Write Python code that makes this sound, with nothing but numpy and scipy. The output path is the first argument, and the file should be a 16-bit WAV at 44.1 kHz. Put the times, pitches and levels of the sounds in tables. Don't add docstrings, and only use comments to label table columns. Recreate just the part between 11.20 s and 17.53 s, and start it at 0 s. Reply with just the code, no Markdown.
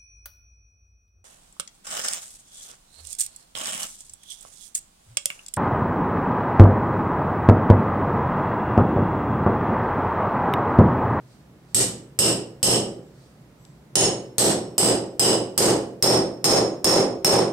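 import sys
import numpy as np
from scipy import signal
from scipy.fft import rfft, irfft, next_fast_len
from scipy.io import wavfile
from scipy.ndimage import uniform_filter1d, minimum_filter1d

SR = 44100
rng = np.random.default_rng(int(sys.argv[2]) if len(sys.argv) > 2 else 0)


def master(y):
    cut = np.clip(np.atleast_2d(y).T, -1, 1)
    pcm = np.round(cut * 32767)
    wavfile.write(sys.argv[1], SR, pcm.astype(np.int16))


N = 279094

# start in seconds, force in dB, bending of the shaft in dB, share of the bending
# in the lower twin mode (0-1), glancing (0-1), upper edge of the blow's treble in Hz.
HAMMER_BLOWS = [(0.5459, -4.5, -6.5, 0.1, 0.37, 12200), (0.9896, -2.5, 2, 0.27, 0.23, 14500),
                (1.4295, 0, 3, .15, 0.23, 14800), (2.7552, -4.5, 3, 0, 0.92, 10400),
                (3.1823, -1.5, -5.5, 0.06, 0.26, 14500), (3.5807, -1.5, 1.5, 1, 0.06, 16000),
                (3.9954, -1.5, 5.5, 0.86, 0.11, 16500), (4.3777, -1.5, -1, 0.55, 0.53, 15000),
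                (4.825, -1.5, 0.5, 0.17, 0, 14700), (5.243, -0.9, 0, 0.25, 0.45, 15100),
                (5.6443, -0.5, -0.2, 0.25, 0.4, 15000), (6.0465, -1, -1, 0.14, 0.15, 15900)]
# frequency in Hz, half width in Hz.
TOOL_MODES = [(2966, 157), (5068, 99), (5362, 78), (6662, 90), (7960, 370), (8466, 383), (9601, 400),
              (11660, 410)]
# level in dB while the anchor slides, level in dB once it is
# seated, dB added by a fully glancing blow.
MODE_LEVELS = [(4.5, -8, -1.5), (13.5, 20.5, 1.5), (10, 21.5, 4), (-0.5, 4.5, 19), (16, -10, -14),
               (12, 10.5, -4.5), (0, -0.5, 9.5), (1, -4, 2.5)]
TWIN_MODES = [1, 2]
# frequency in Hz, half width in Hz, level in dB.
WEAK_MODES = [(1880, 110, -4), (3480, 80, -2), (4130, 150, -2), (6050, 300, 1), (12180, 55, 0),
              (13730, 40, -4), (14560, 80, -13)]
# frequency in Hz, level in dB.
CRACK_SPECTRUM = [(30, -38), (200, -10.5), (1500, -7.5), (2300, -7.5), (4500, 1.5), (7000, 0), (9500, -5.5),
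                  (10500, -7.5), (13000, -3), (15500, -10.5)]
# frequency in Hz, level in dB.
THUD_SPECTRUM = [(20, -19), (50, -18), (85, -13.5), (120, -11), (220, -8), (400, -0.5), (600, -4.5),
                 (1000, -12), (1600, -21.5), (3000, -26), (6000, -49.5), (16000, -76.5)]
# frequency in Hz, level in dB, t60 in seconds.
SINGING_MODES = [(5361, -48, 0.53), (6660, -61, 0.41), (12170, -55, 0.3), (13730, -58, 0.28)]
# height of the stroke in seconds, level in dB, length in seconds.
RUB_STROKES = [(0.13, -62, 0.21), (0.514, -63.5, 0.12), (2.03, -62, .32), (2.494, -68, 0.31)]
# frequency in Hz, level in dB.
SKIN_SPECTRUM = [(800, -33), (2200, -10), (4500, 2.5), (6500, -3), (9000, -2), (11000, -24), (15000, -20.5)]
# start in seconds, tick in dB, ring in dB.
FINGER_TOUCHES = [(1.815, -70, -63), (2.378, -68, -62), (2.405, -70, -56), (2.451, -42, -65)]
# frequency in Hz, level in dB, t60 in seconds.
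TOUCH_MODES = [(6000, -6, .3), (7670, 0, .38), (11810, -7, .22)]
# frequency in Hz, level in dB, t60 in seconds.
STANDING_WAVES = [(119.94, 3.5, 0.66), (166.6, 2, 0.52), (182.2, -4, 0.72), (208.2, 0, 0.59),
                  (334.2, -5, 0.73), (380.5, -2.5, 0.65), (501.3, -8, 0.68), (544.5, -5.5, 0.69),
                  (706, -5, 0.57), (794, -2, 0.51)]
# frequency in Hz, t60 in seconds.
ECHO_DECAY = [(40, 0.43), (150, 0.78), (400, 0.65), (800, 0.53), (1500, 0.45), (3000, 0.4), (5500, 0.36),
              (8000, 0.34), (12000, 0.27), (16000, 0.088)]
# frequency in Hz, time constant in seconds.
ECHO_BUILD = [(60, .015), (300, 0.013), (800, 0.022), (2500, 0.013), (8000, 0.0034)]
# frequency in Hz, likeness (-1 to 1).
EAR_LIKENESS = [(30, 0.85), (70, 0.99), (150, 0.98), (350, 0.86), (700, 0.59), (1400, 0.29), (2800, -0.23),
                (6000, 0.11), (12000, -0.057)]
# frequency in Hz, relative level in dB.
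DRONE_SPECTRUM = [(12, -80), (20, -47.5), (59, -15), (95, -21.5), (109, -16.5), (129, -6), (153, -11),
                  (259, -19.5), (289, -19.5), (534, -26), (581, -25.5), (686, -28.5), (2210, -38.5),
                  (3260, -42.5), (15500, -51.5)]
# frequency in Hz, left minus right in dB.
BALANCE = [(100, -0.7), (300, -1.5), (1000, -2), (4000, -1.5), (8000, -1.5), (12000, -3)]

REGRIP_S = 2.2
SEATED_S = 4.6
WEDGING = 0.36
THUD_DB, THUD_GAIN_DB = 1.5, 15.5
HARDNESS_DB, HARDNESS_GAIN_DB = -4.5, 7
BRIGHTNESS_DB, BRIGHTNESS_GAIN_DB = -5.5, 5.5
EDGE_DB, EDGE_WIDTH_HZ = -12.5, 900
GLANCE_PUSH_DB = -12
BENDING_HZ = 6000
FIST_CRACK_DB = -2.5
FIST_DETUNE = 0.012
UNEVEN_FIST_DB, UNEVEN_LOOSE_DB = 2.2, 1.4
RUB_EDGE_DB = -10.5
CEILING_DB, TOP_HZ = -9.7, 15800


def hammer(level_db=28, push_db=-40, sing_db=-1):
    out = np.zeros((2, N))
    tightness = np.linspace(0, 1, len(HAMMER_BLOWS)) ** WEDGING
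    for (s, force_db, bend_db, lower_share, glance, edge_hz), tight in zip(HAMMER_BLOWS, tightness):
        loose = s > REGRIP_S
        blow_db = level_db + force_db
        mode_dbs = tool_levels(s > SEATED_S, bend_db, lower_share, glance)
        thud_db = THUD_DB + THUD_GAIN_DB * tight
        hardness_db = HARDNESS_DB + HARDNESS_GAIN_DB * tight
        brightness_db = BRIGHTNESS_DB + BRIGHTNESS_GAIN_DB * tight
        contact = blow(thud_db, hardness_db, brightness_db, mode_dbs, loose, edge_hz)
        add(out, s, amp(blow_db) * signal.fftconvolve(contact[None], workshop(), axes=1))
        add(out, s, amp(blow_db + push_db + GLANCE_PUSH_DB * glance ** 2) * push())
        if loose:
            add(out, s, amp(blow_db + sing_db) * sing(lower_share, edge_hz))
    return out


def blow(thud_db, hardness_db, brightness_db, mode_dbs, loose, edge_hz, ring_db=0, overtone_db=-2, size=8192):
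    hz = np.fft.rfftfreq(size, 1 / SR)
    ripple = uniform_filter1d(rng.standard_normal(len(hz)), size=24)
    ripple = unit(uniform_filter1d(ripple, size=16))
    uneven_db = UNEVEN_LOOSE_DB if loose else UNEVEN_FIST_DB
    steel = amp(along(CRACK_SPECTRUM, hz) + uneven_db * ripple) ** 2
    steel += sum(amp(db + overtone_db) ** 2 * resonance(hz, f, width) for f, width, db in WEAK_MODES)
    octaves_up = np.log2(np.maximum(hz / 5000, 1))
    steel *= amp(brightness_db * octaves_up + (0 if loose else FIST_CRACK_DB)) ** 2
    ring = amp(ring_db) ** 2 * tool_power(hz, mode_dbs, loose)
    slope_db = hardness_db * np.log2(np.maximum(hz, 130) / 400)
    thud = amp(thud_db + along(THUD_SPECTRUM, hz) + slope_db) ** 2
    return causal(treble_edge(hz, edge_hz) * np.sqrt(steel + ring + thud))


def tool_levels(seated, bend_db, lower_share, glance):
    sliding_db, seated_db, glance_db = np.transpose(MODE_LEVELS)
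    bends = np.transpose(TOOL_MODES)[0] < BENDING_HZ
    dbs = (seated_db if seated else sliding_db) + glance * glance_db + bend_db * bends
    share = np.clip(lower_share, 0.001, 0.999)
    dbs[TWIN_MODES] += 10 * np.log10([share, 1 - share])
    return dbs


def tool_power(hz, mode_dbs, loose, fist_hz=120):
    power = 0
    shifts = np.ones(len(TOOL_MODES)) if loose else 1 + FIST_DETUNE * rng.standard_normal(len(TOOL_MODES))
    for (f, width), db, shift in zip(TOOL_MODES, mode_dbs, shifts):
        if loose:
            mode = resonance(hz, f, width)
        else:
            mode = resonance(hz, f * shift, np.hypot(width, fist_hz), core=0)
        power = power + amp(db) ** 2 * mode
    return power


def resonance(hz, centre, width, core=0.98, sharpness=6):
    offset = (hz - centre) / width
    return 1 / (1 + offset ** 2) ** 2 + core / (1 + (offset * sharpness) ** 2) ** 2


def treble_edge(hz, edge_hz):
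    return amp(np.interp(hz, [edge_hz, edge_hz + EDGE_WIDTH_HZ], [0, EDGE_DB]))


def causal(gain):
    cepstrum = irfft(np.log(np.maximum(gain, 1e-6)))
    half = len(cepstrum) // 2
    fold = np.r_[1, np.full(half - 1, 2), 1, np.zeros(half - 1)]
    return irfft(np.exp(rfft(cepstrum * fold)))


def push():
    t = np.arange(SR // 10) / SR
    return np.sin(2 * np.pi * 115 * t) * t / 0.0036 * np.exp(1 - t / 0.0036)


def sing(lower_share, edge_hz, across_db=-9):
    t = np.arange(SR * 3 // 4) / SR
    out = np.zeros((2, len(t)))
    for f, db, t60 in SINGING_MODES:
        across = across_db * lower_share * (f < BENDING_HZ)
        db = db + across + rng.normal(0, 2.2, (2, 1))
        turns = rng.random((2, 1)) / 2
        out += treble_edge(f, edge_hz) * amp(db - 60 * t / t60) * np.sin(2 * np.pi * (f * t + turns))
    return out


def fingers(tick_s=0.002, swell_s=0.028):
    t = np.arange(N) / SR
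    strokes = sum(amp(db + RUB_EDGE_DB * np.abs(2 * (t - s) / length)) for s, db, length in RUB_STROKES)
    out = skin(N) * strokes
    t = np.arange(SR // 2) / SR
    for s, tick_db, ring_db in FINGER_TOUCHES:
        ring = sum(amp(ring_db + db - 60 * t / t60) * np.sin(2 * np.pi * (f * t + rng.random()))
                   for f, db, t60 in TOUCH_MODES)
        ring = ring * amp(3 * unit(uniform_filter1d(rng.standard_normal(len(t)), size=400)))
        tick = amp(tick_db) * np.exp(-t / tick_s) * skin(len(t))
        add(out, s, tick + ring * (1 - np.exp(-t / swell_s)))
    return out


def skin(size):
    return unit(filtered(diffuse(size), lambda hz: amp(along(SKIN_SPECTRUM, hz))))


def workshop(direct_db=-13, near_db=-7, near_s=0.011, near_hz=1200, standing_db=-50):
    size = SR * 3 // 4
    t = np.arange(size) / SR
    hz, age, z = signal.stft(diffuse(size), SR, nperseg=256)
    build = 1 - np.exp(-(age + 0.0049) / along(ECHO_BUILD, hz)[:, None])
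    fade = amp(-60 * age / along(ECHO_DECAY, hz)[:, None])
    echoes = signal.istft(z * build * fade, SR)[1][:, :size]
    near = signal.lfilter(*signal.butter(2, near_hz, "high", fs=SR), rng.standard_normal((2, size)))
    near = near * np.exp(-t / near_s)
    standing = sum(amp(db - 60 * t / t60) * np.sin(2 * np.pi * (f * t + rng.random()))
                   for f, db, t60 in STANDING_WAVES)
    response = echoes / np.linalg.norm(echoes[0]) + amp(near_db) * near / np.linalg.norm(near[0])
    response += amp(standing_db) * standing * (1 - np.exp(-t / 0.006))
    direct = signal.lfilter(*signal.butter(1, 500, "high", fs=SR), t == 0)
    return response + amp(direct_db) * direct


def diffuse(size):
    def mid_side(hz):
        turn = np.arccos(np.clip(along(EAR_LIKENESS, hz), -1, 1)) / 2
        return np.array([np.cos(turn), np.sin(turn)])
    mid, side = filtered(rng.standard_normal((2, size)), mid_side)
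    return np.array([mid + side, mid - side])


def room_tone(level_db=-50):
    return amp(level_db) * unit(filtered(diffuse(N), lambda hz: amp(along(DRONE_SPECTRUM, hz))))


def amp(db):
    return 10 ** (np.asarray(db) / 20)


def unit(x):
    return x / np.sqrt(np.mean(x ** 2) + 1e-20)


def along(points, hz):
    f, v = np.transpose(points)
    return np.interp(np.log(hz + 1), np.log(f + 1), v)


def filtered(x, response):
    n = x.shape[-1]
    m = next_fast_len(n + SR // 4)
    return irfft(rfft(x, m) * response(np.fft.rfftfreq(m, 1 / SR)), m)[..., :n]


def add(track, s, sound):
    part = track[..., round(s * SR):][..., :sound.shape[-1]]
    part += sound[..., :part.shape[-1]]


def scene():
    mix = hammer() + fingers() + room_tone()
    return filtered(mix, lambda hz: amp(along(BALANCE, hz) * [[0.5], [-0.5]]))


def limiter(x, threshold_db=-7.0, attack_s=0.0024, hold_s=0.0044):
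    size = max(1, round(hold_s * SR))
    peak = -minimum_filter1d(-np.abs(x).max(axis=0), size, origin=(size - 1) // 2)
    step = 1 - np.exp(-1 / (attack_s * SR))
    level = signal.lfilter([step], [1, step - 1], peak)
    held = x / np.maximum(1, level / amp(threshold_db))
    return held / (1 + (held / amp(CEILING_DB)) ** 10) ** (1 / 10)


def record(dry):
    return filtered(limiter(dry), lambda hz: 1 / np.sqrt(1 + (hz / TOP_HZ) ** 160))


dry = scene()
out = record(dry)
master(out)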